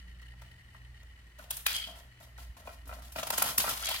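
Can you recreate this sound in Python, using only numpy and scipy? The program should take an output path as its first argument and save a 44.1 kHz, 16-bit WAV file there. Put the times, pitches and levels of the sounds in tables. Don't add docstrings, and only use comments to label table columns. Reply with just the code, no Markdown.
import sys
import numpy as np
from scipy import signal
from scipy.fft import rfft, irfft
from scipy.io import wavfile

SR = 44100
rng = np.random.default_rng(int(sys.argv[2]) if len(sys.argv) > 2 else 0)


def master(y):
    cut = np.clip(np.atleast_2d(y).T, -1, 1)
    pcm = np.round(cut * 32767)
    wavfile.write(sys.argv[1], SR, pcm.astype(np.int16))


def voltage_ratio(level):
    return 10 ** (np.asarray(level, float) / 20)


N = 176400
SECONDS = np.arange(N) / SR
BIN_HZ = np.arange(N // 2 + 1) * SR / N


def rms_one(x):
    return x / np.sqrt(np.mean(x ** 2) + 1e-20)


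def drift(rate):
    r = np.exp(-80 * np.pi * rate / SR)
    slow = signal.lfilter([1], [1, -2 * r, r * r], rng.standard_normal(N // 40 + 2002))[2000:]
    return np.interp(np.arange(N) / 40, np.arange(len(slow)), rms_one(slow - slow.mean()))


def at_hz(points, hz):
    table_hz, values = np.array(points).T
    return np.interp(np.log(hz + 1), np.log(table_hz), values)


def equalize(x, gain):
    return irfft(rfft(x) * gain, N)


def colour(x, spectrum):
    return equalize(x, rms_one(voltage_ratio(at_hz(spectrum, BIN_HZ))))


def grains(rate, uneven):
    sizes = voltage_ratio(uneven * np.minimum(rng.exponential(1, N), 4)) * rng.choice([-1, 1], N)
    return rms_one(sizes * (rng.random(N) < rate / SR) + 1e-9)


def resonate(x, peaks):
    out = 0
    for k, (hz, width, db) in enumerate(peaks):
        r = np.exp(-np.pi * width / SR)
        poles = [1, -2 * r * np.cos(2 * np.pi * hz / SR), r * r]
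        out = out + (-1) ** k * voltage_ratio(db) * rms_one(signal.lfilter([1, 0, -1], poles, x))
    return out


def stroke(s, rise, hold, t60):
    out, start = np.zeros(N), max(int(s * SR), 0)
    t = np.arange(start, min(N, start + int((rise + hold + 2 * t60) * SR))) / SR - s
    release = voltage_ratio(-60 * np.clip(t - rise - hold, 0, None) / t60)
    out[start:start + len(t)] = np.clip(t / rise, 0, 1) * release
    return out


# (frequency [Hz], density [dB/Hz])
AIR_SPECTRUM = [(15, -19), (25, 6), (72, 3.5), (463, -19), (1610, -17.5), (1940, -8.5), (2220, -16.5),
                (6200, -27.5), (16000, -35)]


def room_air():
    return colour(voltage_ratio(-60) * rng.standard_normal(N), AIR_SPECTRUM)


# (time [s], level [dB])
HUM_LEVEL = [(0, -49.5), (.45, -51), (.58, -68), (.85, -50), (1.3, -55), (2.0, -53.5), (2.15, -63.5),
             (2.42, -46), (2.5, -44), (2.56, -59.5), (2.9, -45), (3.15, -50.5), (3.25, -58.5), (3.5, -53),
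             (3.84, -51), (4, -56)]
# (frequency [Hz], width [Hz], level [dB], fading [dB/s])
TRAY_DRONES = [(79, 1.8, -67.5, -1.5), (120.8, 4.5, -61.5, 2), (178.4, 14.5, -64.5, 16.5)]


def hum():
    s, db = np.transpose(HUM_LEVEL)
    level = voltage_ratio(np.interp(SECONDS, s, db) + 1.5 * drift(27))
    pitch_hz = 58.4 + 1.15 * drift(3.9)
    out = level * np.sqrt(2) * np.sin(2 * np.pi * np.cumsum(pitch_hz) / SR)
    for hz, width, db, fading in TRAY_DRONES:
        peak = [(hz, width, db)]
        drone = resonate(resonate(rng.standard_normal(N), peak), peak)
        out += voltage_ratio(db - fading * SECONDS) * rms_one(drone)
    return out


# (time [s], level [dB])
WHIRR_LEVEL = [
    (0, -65.5),
    (1.3, -68.5),
    (2.3, -70.5),
    (4, -75),
]
# (frequency [Hz], width [Hz], level [dB])
TIP_MODES = [(1358, 20, -15), (1888, 94, 2), (2983, 110, -2), (4210, 620, -8), (9100, 850, -12.5),
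             (13000, 330, -17)]


def whirr():
    s, db = np.transpose(WHIRR_LEVEL)
    level = voltage_ratio(np.interp(SECONDS, s, db) + 3 * drift(45))
    return level * resonate(grains(1400, uneven=2.1), TIP_MODES)


# (time [s], level [dB])
TRAY_THUMPS = [
    (3.379, -46),
    (3.421, -52),
    (3.584, -41.5),
    (3.661, -48.5),
    (3.719, -49),
]


def thumps():
    boom = resonate(rng.standard_normal(N), [(150, 75, 0)])
    return boom * sum(voltage_ratio(db) * stroke(s, 0.00074, 0.0038, .13) for s, db in TRAY_THUMPS)


# (time [s], rise [s], hold [s], t60 [s], level [dB], plate ring [dB])
RIM_CHATTERS = [
    (1.517, 0.0038, 0.018, 0.11, -54, -8),
    (1.677, 0.0024, 0.042, 0.26, -42, -20),
    (1.738, 0.0035, 0.018, 0.44, -46.5, 6),
    (1.81, 0.007, 0.026, .2, -60.5, -7.5),
    (3.833, 0.0034, 0.13, 0.089, -44.5, -5.5),
]
# (frequency [Hz], width [Hz], level [dB])
RIM_BUZZ = [(1310, 260, -9.5), (2270, 1100, -0.5), (3370, 380, 2), (3960, 660, 0), (4930, 410, -2),
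            (6130, 600, -17)]
# (frequency [Hz], width [Hz], level [dB])
PLATE_MODES = [(2982, 54, -0.5), (3190, 86, 3.5), (3310, 50, -4)]
# (time [s], peak [dB])
RIM_TICKS = [(1.731, -24.5), (1.7486, -25.5), (1.7572, -25), (1.7655, -21), (1.7864, -42), (3.826, -27),
             (3.848, -24), (3.8528, -25), (3.858, -20.5), (3.8694, -22)]
# (frequency [Hz], density [dB/Hz])
TICK_COLOUR = [(1500, -13), (3000, -4), (5500, 8), (9000, 3.5), (12000, 1), (15000, -7), (16500, -18)]
CLACK_RISE_S = .0008


def chatter():
    rub = grains(7000, uneven=4.5) * voltage_ratio(2.0 * drift(55))
    buzz, ring = resonate(rub, RIM_BUZZ), resonate(rub, PLATE_MODES)
    out = np.zeros(N)
    for s, rise, hold, t60, db, ring_db in RIM_CHATTERS:
        out += voltage_ratio(db) * stroke(s, rise, hold, t60) * (buzz + voltage_ratio(ring_db) * ring)
    half_rise, tick_t60 = CLACK_RISE_S / 2, .012
    level = sum(voltage_ratio(db - 6) * stroke(s - CLACK_RISE_S, half_rise, half_rise, tick_t60)
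                for s, db in RIM_TICKS)
    ticks = level * rng.standard_normal(N)
    tick_ring = voltage_ratio(-19) * np.std(ticks) * resonate(ticks + 1e-18, PLATE_MODES)
    return out + colour(ticks, TICK_COLOUR) + tick_ring


# (frequency [Hz], level [dB], t60 [s])
EGG_MODES = [(536, -28, 0.06), (650, -6, .06), (702, -6, 0.072), (792, -6.5, 0.051), (930, 1, 0.028),
             (1050, -0.5, 0.038), (1210, -5.5, 0.085), (1342, 4.5, 0.046), (1467, -1.5, 0.052),
             (1610, -3.5, 0.022), (1918, 1, 0.029), (2320, -9.5, 0.01), (2430, -5, 0.073),
             (2800, -16, 0.045)]
EGG_HZ = np.array(EGG_MODES)[:, 0]
SHELL_LOW_HZ = 520


def egg(force, shake):
    out = 0
    for (hz, db, t60), gain in zip(EGG_MODES, shake):
        r, w = voltage_ratio(-60 / (t60 * SR)), 2 * np.pi * hz / SR
        poles = [1, -2 * r * np.cos(w), r * r]
        out = out + voltage_ratio(db) * signal.lfilter([0, np.sin(w)], poles, force * gain + 1e-18)
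    return signal.sosfilt(signal.butter(4, SHELL_LOW_HZ, "high", fs=SR, output="sos"), out)


# (time [s], length [s], level [dB], share of the
# beating drum [dB])
FLANK_SCUFFS = [(0.41, 0.039, -72.5, 11), (0.738, 0.024, -65, 0), (1.383, 0.11, -58.5, 5.5),
                (1.5, 0.19, -48, -20), (1.656, 0.26, -45, -10), (1.867, 0.066, -53.5, 6),
                (1.955, 0.075, -56.5, -1.5), (2.201, 0.1, -59.5, 4), (2.377, 0.11, -56.5, 0),
                (2.567, 0.076, -58, 5.5), (2.65, 0.16, -55.5, 1), (2.855, 0.28, -59, 9.5),
                (3.02, 0.13, -56.5, -8.5), (3.154, 0.44, -48.5, 2), (3.322, 0.027, -38.5, -13),
                (3.376, 0.066, -36, -17), (3.431, 0.15, -36, -4), (3.595, 0.22, -36, -15),
                (3.692, 0.16, -40, -18), (3.794, 0.21, -42.5, -10), (3.903, 0.17, -43.5, -14)]
# (frequency [Hz], density [dB/Hz])
RUB_COLOUR = [(350, -4), (900, 9), (2500, 7.5), (3000, 11), (8200, 5.5), (9500, 6.5), (12100, 8.5),
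              (16000, 1.5)]
# (frequency [Hz], width [Hz], level [dB])
TRAY_MODES = [(129, 15.4, -1.5), (199, 34, -1.5), (272, 17.6, -2), (389, 27, -40.5)]


def rubbing():
    press, drum = np.zeros(N), np.zeros(N)
    for s, length, db, body_db in FLANK_SCUFFS:
        press += voltage_ratio(db) * stroke(s, 0.0017, length / 2, 0.12)
        drum += voltage_ratio(db + body_db) * stroke(s, 0.0017, length / 2, .4)
    hiss = colour(grains(6000, uneven=2.2) * press * voltage_ratio(2.5 * drift(40)), RUB_COLOUR)
    turns_per_s = 55 * voltage_ratio(1.6 * drift(6.37))
    beat = (1 + np.cos(2 * np.pi * np.cumsum(turns_per_s) / SR)) ** 2
    shake = voltage_ratio(-12 * np.abs(np.log2(EGG_HZ / 650)))
    body = voltage_ratio(-34.5) * egg(grains(2500, uneven=2.0) * beat * drum, shake)
    rumble = voltage_ratio(-18) * drum * resonate(rng.standard_normal(N), TRAY_MODES)
    return hiss + rumble + body


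# (time [s], peak [dB], favoured pitch [Hz])
EARLY_TAPS = [
    (0.218, -52, 710),
    (0.335, -55, 789),
    (0.417, -46.5, 870),
    (0.746, -46, 1540),
    (0.955, -66, 1490),
    (1.03, -50.5, 1440),
]
# (time [s], peak [dB], favoured pitch [Hz])
EGG_KNOCKS = [(1.393, -42.5, 656), (1.507, -38, 980), (1.663, -24, 2430), (1.883, -46, 685),
              (1.956, -46.5, 910), (2.208, -49, 673), (2.382, -45.5, 696), (2.567, -52, 746),
              (2.673, -33, 680), (2.691, -39.5, 715), (2.891, -40, 670), (2.912, -39.5, 680),
              (2.926, -32.5, 665), (3.158, -28, 576), (3.183, -27.5, 619), (3.191, -35, 660),
              (3.229, -28.5, 650), (3.269, -31, 790), (3.303, -27.5, 970), (3.33, -28, 610),
              (3.379, -28, 1010), (3.392, -30, 2430), (3.419, -19.5, 870), (3.437, -44, 1050),
              (3.458, -27, 2300), (3.486, -31, 1100), (3.64, -25.5, 958), (3.646, -32, 1240),
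              (3.657, -36, 1370), (3.662, -35.5, 1090), (3.673, -25, 580), (3.678, -36, 1320),
              (3.688, -34, 1310), (3.696, -50, 1330), (3.71, -33.5, 1080), (3.731, -43, 966),
              (3.761, -53, 960), (3.825, -41, 1370), (3.886, -31, 875), (3.911, -33, 890),
              (3.942, -41, 1970)]


def knocks():
    rows = list(EARLY_TAPS) + list(EGG_KNOCKS)
    force, push, shake = np.zeros(N), np.zeros(N), np.ones((len(EGG_HZ), N))
    judder = rms_one(signal.lfilter(*signal.butter(1, 8400, fs=SR), grains(5000, uneven=1.5)))
    spread_s = 0.015
    for s, db, hz in rows:
        blow = judder * stroke(s, spread_s / 10, spread_s / 10, spread_s)
        blow *= voltage_ratio(db - 15) / np.sqrt(np.sum(blow ** 2))
        force += blow
        push += blow * (SHELL_LOW_HZ / hz) ** 2
        near = np.exp(-(np.log2(EGG_HZ / hz) / 0.22) ** 2)
        octaves_below = np.clip(np.log2(hz / EGG_HZ), 0, None)
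        chance_db = 1.5 * rng.standard_normal(len(EGG_HZ))
        shake[:, int(s * SR):] = voltage_ratio(chance_db + 8.5 * near - 5 * octaves_below)[:, None]
    shell = egg(force, shake)
    return shell, voltage_ratio(-23) * np.std(shell) * resonate(push + 1e-18, TRAY_MODES)


# (time [s], peak [dB], dullness [0-1], t60 [s])
PLASTIC_CLACKS = [(0.216, -51, 1, 0.05), (0.418, -45.5, 1, 0.049), (1.032, -45.5, 1, 0.012),
                  (1.507, -14.5, 0, 0.022), (1.5677, -30, 0, 0.05), (1.6643, -8, 0.53, 0.031),
                  (2.8746, -44, 0.1, 0.11), (3.1204, -36.5, 0.4, 0.09), (3.16, -33.5, 0.9, 0.092),
                  (3.185, -30, 0.9, 0.05), (3.2313, -25, 0.87, 0.04), (3.269, -25.5, 0.5, 0.063),
                  (3.3034, -13.5, 0.47, 0.027), (3.3797, -12.5, 0.34, 0.035), (3.4222, -8.5, 0.34, 0.029),
                  (3.5793, -9, 0.34, 0.06), (3.692, -20.5, 0.36, 0.043), (3.8878, -18.5, 0.6, 0.046),
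                  (3.913, -28.5, 0.3, 0.07), (3.9416, -19.5, 0.77, 0.023), (3.96, -29, 0.7, 0.031)]
# (frequency [Hz], density [dB/Hz])
BRIGHT_COLOUR = [(300, -48), (1750, -38), (2520, -11), (7820, -4), (10200, 1), (12700, 3), (16000, -7)]
# (frequency [Hz], density [dB/Hz])
DULL_COLOUR = [(300, -55), (600, -43), (900, 4.5), (1700, 6.5), (2450, 10), (3800, 7.5), (14200, -2.5),
               (16000, 6.5)]


def clacks():
    bright = colour(grains(9000, uneven=2.5), BRIGHT_COLOUR)
    dull = colour(grains(9000, uneven=2.5), DULL_COLOUR)
    out = np.zeros(N)
    for s, db, dullness, t60 in PLASTIC_CLACKS:
        blend = (1 - dullness) * bright + dullness * dull
        out += voltage_ratio(db - 6) * stroke(s, CLACK_RISE_S, t60 / 20, t60) * blend
    return out


# (frequency [Hz], correlation [-1..1])
SIDE_LIKENESS = [(60, .998), (250, .94), (600, .85), (1500, .0), (12000, -.15)]


def spread(x):
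    alike = np.clip(at_hz(SIDE_LIKENESS, BIN_HZ), -1, 1)
    steps = rng.uniform(-1, 1, 130)
    steps[0] = 0
    turns = np.pi * np.interp(BIN_HZ, np.linspace(700, SR / 2, 130), np.cumsum(steps))
    apart = 1j * np.sqrt(1 - alike)
    mid = equalize(x, np.sqrt((1 + alike) / 2))
    one = equalize(x, apart * np.cos(turns))
    two = equalize(x, apart * np.sin(turns))
    place = 2.5 * drift(6)
    side = one * np.cos(place) + two * np.sin(place)
    return np.array([mid + side, mid - side])


def room(x):
    gap_s, low_t60, high_t60 = .014, .33, .42
    t = np.arange(SR // 2) / SR
    noise = rng.standard_normal((2, len(t)))
    shared = signal.butter(2, 600, fs=SR)
    noise = noise + signal.lfilter(*shared, noise[::-1] - noise) / 2
    low = signal.lfilter(*signal.butter(1, 2500, fs=SR), noise)
    fade = low * voltage_ratio(-60 * t / low_t60) + (noise - low) * voltage_ratio(-60 * t / high_t60)
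    tail = fade * np.clip((t - gap_s) / 0.0017, 0, 1)
    tail = tail / np.sqrt(np.sum(tail ** 2) / 2)
    return voltage_ratio(-8) * signal.fftconvolve(x[None], tail, axes=1)[:, :N]


# (frequency [Hz], level [dB])
SIDE_LEAN = [(60, -1), (250, 3), (2000, 1.5), (4000, 1.7), (8000, -0.5), (12000, 0)]


def scene():
    shell, tray = knocks()
    struck = clacks() + shell + rubbing() + chatter()
    direct = struck + tray + thumps() + hum() + whirr() + room_air()
    left, right = spread(direct) + room(struck)
    lean = voltage_ratio(at_hz(SIDE_LEAN, BIN_HZ) / 2)
    return np.array([equalize(left, lean), equalize(right, 1 / lean)])


def top_cut(x):
    return signal.sosfilt(signal.butter(12, 16800, fs=SR, output="sos"), x)


def record(dry):
    dry = signal.sosfilt(signal.butter(2, 40, "high", fs=SR, output="sos"), dry)
    mix = signal.sosfilt(signal.cheby2(10, 45, 16800, fs=SR, output="sos"), dry)
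    return top_cut(mix)


dry = scene()
out = record(dry)
master(out)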